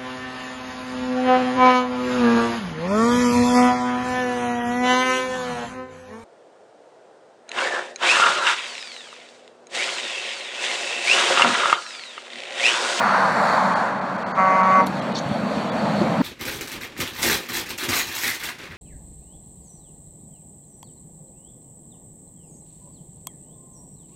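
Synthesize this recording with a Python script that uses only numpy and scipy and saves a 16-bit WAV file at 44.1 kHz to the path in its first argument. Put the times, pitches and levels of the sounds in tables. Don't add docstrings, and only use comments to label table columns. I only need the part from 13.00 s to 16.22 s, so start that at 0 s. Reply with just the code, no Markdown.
import sys
import numpy as np
from scipy import signal
from scipy.fft import rfft, irfft, next_fast_len
from scipy.io import wavfile
from scipy.ndimage import uniform_filter1d, map_coordinates

SR = 44100
rng = np.random.default_rng(int(sys.argv[2]) if len(sys.argv) > 2 else 0)


def rack_gain(trim_db):
    fader = np.asarray(trim_db, float)
    return 10 ** (fader / 20)


def transcribe(u):
    v = np.clip(np.atleast_2d(u).T, -1, 1)
    q = np.round(v * 32767).astype(np.int16)
    wavfile.write(sys.argv[1], SR, q)


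N = 142002

# time_s, level_db, deck_screening_0_to_1
CAR_PASS = [
    (0, -17.5, 0.1),
    (.3, -18.5, 0.02),
    (.55, -17.5, 0.09),
    (.7, -19.5, 0.1),
    (0.878, -21, 0.26),
    (1.0, -22, 0.73),
    (1.2, -27.5, 0.21),
    (1.5, -24, 0.6),
    (2.2, -39.5, 0.8),
]
# freq_hz, density_db
CAR_TYRE_SPECTRUM = [(90, -36), (300, -22.5), (600, -3.5), (1000, 1.2), (1600, -2.5), (2800, -24),
                     (7000, -26), (15000, -51)]
# centre_s, centre_hz, half_length_s, gain_db
TYRE_SWELLS = [(.13, 1150, .04, 4), (.25, 800, .06, 2), (.33, 1000, .04, -2), (.45, 820, .05, 4.5),
               (.63, 930, .07, 4.5), (.72, 850, .03, 3), (.82, 800, .05, 2.5), (.55, 1500, .14, -3),
               (.85, 1150, .08, -2.5), (.15, 4400, .12, 2.5), (.52, 4200, .1, 3), (.4, 3100, .13, -4),
               (.1, 2600, .08, 3)]
# time_s, nearness_db
TRUCK_NEARNESS = [(0, -5.5), (.6, -4), (1.0, -8), (1.3, -9.5), (1.6, -6.5), (1.9, 0.5), (2.2, -1.5),
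                  (2.5, 1), (2.8, 3.5), (3.0, 6), (3.12, 6.5), (3.22, 5)]
# freq_hz, density_db
RUMBLE_SPECTRUM = [(25, -54), (65, -28), (80, -17.5), (120, -10), (200, 4), (300, -5.5), (450, -32),
                   (700, -52.5)]
# freq_hz, density_db
ROAR_SPECTRUM = [(150, -42), (350, -8.5), (580, 2.2), (1000, -4), (1600, -10.5), (2500, -17.5), (4000, -55),
                 (6000, -77)]
# freq_hz, density_db
HISS_SPECTRUM = [(1200, -26.5), (2200, 0), (3500, 2.5), (5500, -3.5), (8000, -8), (11000, -21.5),
                 (15000, -44)]
# time_s, pitch_hz
ENGINE_PITCH = [
    (0, 197.3),
    (1.0, 192.3),
    (1.8, 189.7),
    (2.2, 197.4),
    (2.6, 209.7),
    (3.0, 216),
    (3.22, 218.4),
]
# multiple, level_db
HIGH_PARTIALS = [(1, -14), (2, -28), (3, -8), (4, -8), (5, -2.5), (6, 2), (7, -8), (8, -13), (9, -26),
                 (10, -16), (11, -12.5), (12, -20), (13, -24.5), (14, -33)]
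# multiple, level_db
LOW_PARTIALS = [(3, -19.5), (4, -13), (5, -13), (6, -14), (7, -30), (8, -17), (9, -18), (10, -22),
                (11, -22)]
# multiple, centre_s, half_length_s, gain_db
PARTIAL_FADES = [(3, 1.39, .05, -5), (3, 1.81, .04, 3), (4, 1.42, .07, 3), (4, 1.79, .05, -6),
                 (5, 1.52, .08, 2), (5, 1.755, .028, -12), (5, 1.81, .03, 1.5), (6, 1.41, .04, 1),
                 (6, 1.6, .09, -3), (7, 1.4, .035, 5), (7, 1.51, .05, -3), (7, 1.79, .05, 2),
                 (8, 1.39, .03, -4), (8, 1.52, .04, -7), (10, 1.6, .03, -5), (11, 1.44, .05, 2),
                 (11, 1.655, .04, -14), (12, 1.55, .03, 3), (13, 1.64, .03, -7)]
# freq_hz, density_db
JET_SPECTRUM = [(2500, -27), (4500, -1.5), (6500, 4), (8200, -10), (10500, -14), (13000, -24)]
# freq_hz, t60_s
BANK_DECAY = [(300, .3), (800, .17), (1100, .09), (1500, .1), (2100, .2), (4000, .04)]
# start_s, start_hz, end_s, end_hz, gain_db
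PARAPET_NOTCHES = [(.05, 12400, .4, 10900, -9), (.1, 7300, .6, 5700, -4), (.3, 3400, .55, 2800, -8),
                   (.55, 2800, .78, 2600, -5), (.87, 5000, 1, 4950, -7), (2.2, 5000, 2.5, 5000, -6),
                   (0, 7800, .45, 6300, -4), (2.04, 2000, 2.2, 1300, -4), (.58, 13200, .95, 11800, -8),
                   (1.4, 8700, 1.85, 8500, -5), (1.89, 3700, 2.04, 2200, -10)]
# start_s, peak_db, pitch_hz
CAMERA_TICKS = [(1.824, -34, 8960), (1.86, -30, 6020), (1.8658, -25.5, 11800), (1.8697, -19.5, 6800),
                (1.87, -26, 4030), (1.869, -26, 13000), (2.14, -44, 5500), (2.15, -42, 6500),
                (1.902, -40.5, 4400), (1.874, -24.5, 4100), (1.8795, -37, 9850), (1.883, -33.5, 7000),
                (1.912, -41, 8000), (2.187, -28.5, 7500), (2.288, -35.5, 6000)]
# start_s, pitch_hz, peak_db, t60_s
CAMERA_THUMPS = [
    (2.255, 140, -21, .15),
    (2.31, 120, -24, .1),
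    (3.008, 130, -20, .12),
    (2.43, 200, -19, .12),
    (2.89, 170, -19, .12),
    (3.012, 220, -17, .08),
    (3.01, 345, -11, .075),
    (3.18, 180, -14, .15),
    (3.198, 265, -11, .15),
]
# time_s, pitch_hz, level_db
STRAP_SQUEAKS = [
    [(2.134, 4590, -67), (2.14, 5500, -50), (2.145, 6800, -62), (2.15, 5400, -35), (2.157, 4370, -27.5),
     (2.166, 3500, -32), (2.178, 4200, -35), (2.192, 4500, -44), (2.2, 4600, -65)],
    [(2.158, 4900, -55), (2.166, 5500, -34), (2.18, 5850, -30), (2.189, 6300, -28.5), (2.196, 6500, -30),
     (2.2, 6300, -43), (2.215, 6300, -48), (2.225, 6300, -65)],
]
# centre_hz, width_hz, gain_db
MIC_RESONANCES = [
    (205, 36, -0.5),
    (414, 52, -2.5),
    (4450, 360, 5.5),
    (4900, 240, -7.5),
    (10400, 710, 3),
]
# centre_s, corner_hz, length_s, gain_db
DROPOUTS = [(.748, 2300, .016, -22), (1.005, 2600, .012, -25), (1.175, 2700, .012, -22),
            (1.249, 2650, .03, -70), (1.335, 2200, .031, -60), (1.625, 2800, .012, -18),
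            (1.855, 5500, .016, -20), (2.007, 2100, .012, -17), (2.018, 4800, .008, -10),
            (2.134, 1900, .009, -18), (2.145, 5000, .005, -8), (2.71, 2300, .02, -16)]
# centre_s, pitch_hz, peak_db
DROPOUT_LINES = [(.748, 3251, -45), (.748, 4328, -43), (.748, 4629, -45), (1.172, 3251, -51),
                 (1.172, 4457, -56), (1.245, 2680, -48), (1.255, 4112, -53), (1.255, 4414, -53),
                 (1.33, 4700, -57), (1.335, 4328, -56), (1.338, 4511, -55), (1.338, 6503, -59),
                 (1.852, 5867, -53), (2.007, 3251, -45), (2.007, 4037, -46), (2.007, 6083, -54),
                 (2.13, 2497, -47), (2.13, 2939, -48), (2.13, 3789, -48), (2.13, 4112, -48),
                 (2.71, 3434, -41), (2.71, 3800, -45), (2.71, 4608, -49)]

HORN_ON_S, HORN_OFF_S, ATTACK_S = 1.3534, 1.812, 0.0355


def unit(x):
    return x / np.sqrt(np.mean(x ** 2) + 1e-20)


def bump(x):
    return np.exp(-x ** 2)


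def along(points, hz):
    f, v = np.transpose(points)
    return np.interp(np.log(hz + 1), np.log(f + 1), v)


def curves(rows):
    s, *cols = np.transpose(rows)
    return [np.interp(np.arange(N) / SR, s, c) for c in cols]


def wobble(rate_hz):
    knots = rng.standard_normal(int(N * 100 / SR) + 4)
    return map_coordinates(knots, [np.arange(N) * min(rate_hz, 99) / SR])


def shaped(x, gain):
    hz, t, z = signal.stft(x, SR, nperseg=256, noverlap=192)
    return signal.istft(z * gain(hz[:, None], t[None]), SR, nperseg=256, noverlap=192)[1][:N]


def filtered(x, response):
    m = next_fast_len(N + SR // 2)
    return irfft(rfft(x, m) * response(np.fft.rfftfreq(m, 1 / SR)), m)[:N]


def rush(spectrum, patchy_db):
    z = signal.stft(rng.standard_normal(N), nperseg=512)[2]
    field = uniform_filter1d(rng.standard_normal(z.shape), size=5, axis=0)
    field = uniform_filter1d(field, size=10, axis=1)
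    x = signal.istft(z * rack_gain(patchy_db * unit(field)), nperseg=512)[1][:N]
    return unit(filtered(x, lambda hz: rack_gain(along(spectrum, hz))))


def car():
    time_s, level_db, screening = np.transpose(CAR_PASS)
    doppler_db, doppler_s, doppler_width_s = 1.5, 0.18, 0.057
    swell_octaves = .28
    screen_hz, screen_db_per_octave = 2500, 11.5

    def path(hz, t):
        tilt = np.clip(np.log2((hz + 1) / 1100), -.6, .6) * (hz < 2400)
        db = np.interp(t, time_s, level_db)
        db = db - doppler_db * np.tanh((t - doppler_s) / doppler_width_s) * tilt
        for centre_s, centre_hz, half_s, gain_db in TYRE_SWELLS:
            octaves = np.log2((hz + 1) / centre_hz)
            db = db + gain_db * bump((t - centre_s) / half_s) * bump(octaves / swell_octaves)
        screen = np.interp(t, time_s, screening)
        return rack_gain(db - screen_db_per_octave * screen * np.log2(1 + hz / screen_hz))

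    sway_db = .6 * wobble(12.87)
    return rack_gain(sway_db) * shaped(rush(CAR_TYRE_SPECTRUM, patchy_db=0.7), path)


def truck():
    near_db, = curves(TRUCK_NEARNESS)
    pitch_hz, = curves(ENGINE_PITCH)
    pitch_hz = pitch_hz * (1 + .012 * wobble(25))
    drone = np.sin(2 * np.pi * np.cumsum(pitch_hz) / SR)
    drone = rack_gain(-32 + 2 * wobble(5.66)) * drone
    rumble = rack_gain(-28.5 + 1.1 * wobble(6.98)) * rush(RUMBLE_SPECTRUM, patchy_db=-0.4)
    roar_db = -27.5 + 0.47 * near_db + 0.31 * wobble(8.6)
    hiss_db = -43 + near_db + 2.0 * wobble(8.58)
    roar = rack_gain(roar_db) * rush(ROAR_SPECTRUM, patchy_db=1)
    hiss = rack_gain(hiss_db) * rush(HISS_SPECTRUM, patchy_db=1.5)
    return rack_gain(0.75 * near_db) * (rumble + drone) + roar + hiss


def trumpet(pitch_hz, partials, t, fades=()):
    start_sharp, fading_db, leak_db = 0.01524, 1.2, -12
    sharp = start_sharp * np.exp(-abs(t - HORN_ON_S) / ATTACK_S)
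    turns = np.cumsum(pitch_hz * (1 + sharp + 0.0023 * wobble(30.34))) / SR
    tone = np.zeros(N)
    for k, level_db in partials:
        db = level_db + 2.5 + fading_db * wobble(21.77)
        for multiple, centre_s, half_s, gain_db in fades:
            if multiple == k:
                db = db + gain_db * bump((t - centre_s) / half_s)
        tone += rack_gain(db) * np.sin(2 * np.pi * k * turns - 0.132 * k * k)
    envelope = [(k * pitch_hz, db) for k, db in partials]
    puffs = rng.standard_normal(N) * (1 + np.cos(2 * np.pi * turns))
    leak = filtered(puffs, lambda hz: rack_gain(along(envelope, hz)) * (hz < 3000) * (hz > 400))
    return tone + rack_gain(leak_db) * unit(leak) * np.std(tone)


def bank_echo(dry):
    delay_s, level_db = .03, -15
    hz, t, z = signal.stft(rng.standard_normal(SR // 2), SR, nperseg=256)
    decay = rack_gain(-60 * t / along(BANK_DECAY, hz)[:, None])
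    tail = signal.istft(z * decay, SR, nperseg=256)[1]
    delayed = np.pad(dry, (round(delay_s * SR), 0))
    return rack_gain(level_db) * signal.fftconvolve(delayed, tail / np.linalg.norm(tail))[:N]


def horn():
    level_db, surge_db, surge_s = -20, 1.5, 1.697
    release_s, linger_s, linger_hz = 0.014, .055, 1030
    t = np.arange(N) / SR
    shut_s = np.clip(t - HORN_OFF_S, 0, 9)
    pressure = rack_gain(level_db + surge_db / (1 + np.exp(-(t - surge_s) / .015)))
    pressure = pressure * np.clip((t - HORN_ON_S) / ATTACK_S, 0, 1) ** 2
    high = trumpet(187.9, HIGH_PARTIALS, t, PARTIAL_FADES)
    low = trumpet(157.4, LOW_PARTIALS, t)
    jet = rack_gain(-27) * rush(JET_SPECTRUM, patchy_db=-3.0)
    blown = pressure * (high + low + jet)
    lingering = filtered(blown, lambda hz: hz < linger_hz)
    dry = (blown - lingering) * rack_gain(-20 * shut_s / release_s)
    dry = dry + lingering * rack_gain(-20 * (shut_s / linger_s) ** 2)
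    return dry + bank_echo(dry)


def parapet(x):
    width = .055

    def cut(hz, t):
        db = 0
        for start_s, start_hz, end_s, end_hz, gain_db in PARAPET_NOTCHES:
            centre_hz = np.interp(t, [start_s, end_s], [start_hz, end_hz])
            active = (t > start_s) & (t < end_s)
            db = db + gain_db * active * bump((hz / centre_hz - 1) / width)
        return rack_gain(db)

    return shaped(x, cut)


def squeak(rows):
    pitch_hz, level_db = curves(rows)
    rough = filtered(rng.standard_normal(N), lambda hz: hz < 800)
    scrape = filtered(rng.standard_normal(N), lambda hz: (hz > 3000) / (1 + (hz / 7300) ** 10))
    whistle = (0.84 + 0.85 * unit(rough)) * np.sin(2 * np.pi * np.cumsum(pitch_hz) / SR)
    return rack_gain(level_db) * (level_db > -59) * (whistle + rack_gain(-7) * unit(scrape))


def handling():
    tick_t60_s, tick_db, rattle_t60_s, rattle_db = .003, 1.5, 0.039, -18.5
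    thump_rise_s, thump_db = .005, 4.5
    out, t = np.zeros(N + SR), np.arange(SR // 4) / SR
    for start_s, peak_db, pitch_hz in CAMERA_TICKS:
        grit = np.convolve(rng.standard_normal(len(t)), [0.47, .5, -0.29, -0.45], "same")
        click = rack_gain(-60 * t / tick_t60_s) * (np.sin(2 * np.pi * pitch_hz * t) + .5 * grit)
        rattle = rack_gain(rattle_db - 60 * t / rattle_t60_s) * grit
        out[round(start_s * SR):][:len(t)] += rack_gain(peak_db + tick_db) * (click + rattle)
    for start_s, pitch_hz, peak_db, t60_s in CAMERA_THUMPS:
        envelope = rack_gain(peak_db + thump_db - 60 * t / t60_s) * (1 - np.exp(-t / thump_rise_s)) ** 2
        out[round(start_s * SR):][:len(t)] += envelope * np.sin(2 * np.pi * pitch_hz * t)
    contact = out[:N] + sum(squeak(rows) for rows in STRAP_SQUEAKS)
    return filtered(contact, lambda hz: 1 / (1 + (hz / 15000) ** 4))


def scene():
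    return (parapet(car() + truck() + horn()) + handling())[None]


def microphone(x):
    shelf_hz, shelf_db = 4890, -4.5

    def colour(hz):
        db = shelf_db / (1 + np.exp(np.clip((shelf_hz - hz) / 40, -50, 50)))
        for centre_hz, width_hz, gain_db in MIC_RESONANCES:
            db = db + gain_db / (1 + (2 * (hz - centre_hz) / width_hz) ** 2)
        return rack_gain(db)

    return filtered(x, colour)


def dropouts(x):
    line_half_s = .019

    def holes(hz, t):
        db = 0
        for centre_s, corner_hz, length_s, gain_db in DROPOUTS:
            above = np.clip((hz - corner_hz) / 300, 0, 1)
            db = db + gain_db * above * np.clip(2 - 4 * abs(t - centre_s) / length_s, 0, 1)
        return rack_gain(db)

    out = shaped(x, holes)
    t = np.arange(N) / SR
    for centre_s, pitch_hz, peak_db in DROPOUT_LINES:
        envelope = np.clip(2 - 2 * abs(t - centre_s) / line_half_s, 0, 1)
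        out = out + rack_gain(peak_db) * envelope * np.sin(2 * np.pi * pitch_hz * t)
    return out


def band_limit(x):
    return signal.sosfilt(signal.butter(12, 15250, fs=SR, output="sos"), x)


def record(dry):
    heard = dropouts(microphone(dry[0]))
    mix = filtered(heard, lambda hz: hz < 15200)[None]
    return band_limit(mix)


dry = scene()
out = record(dry)
transcribe(out)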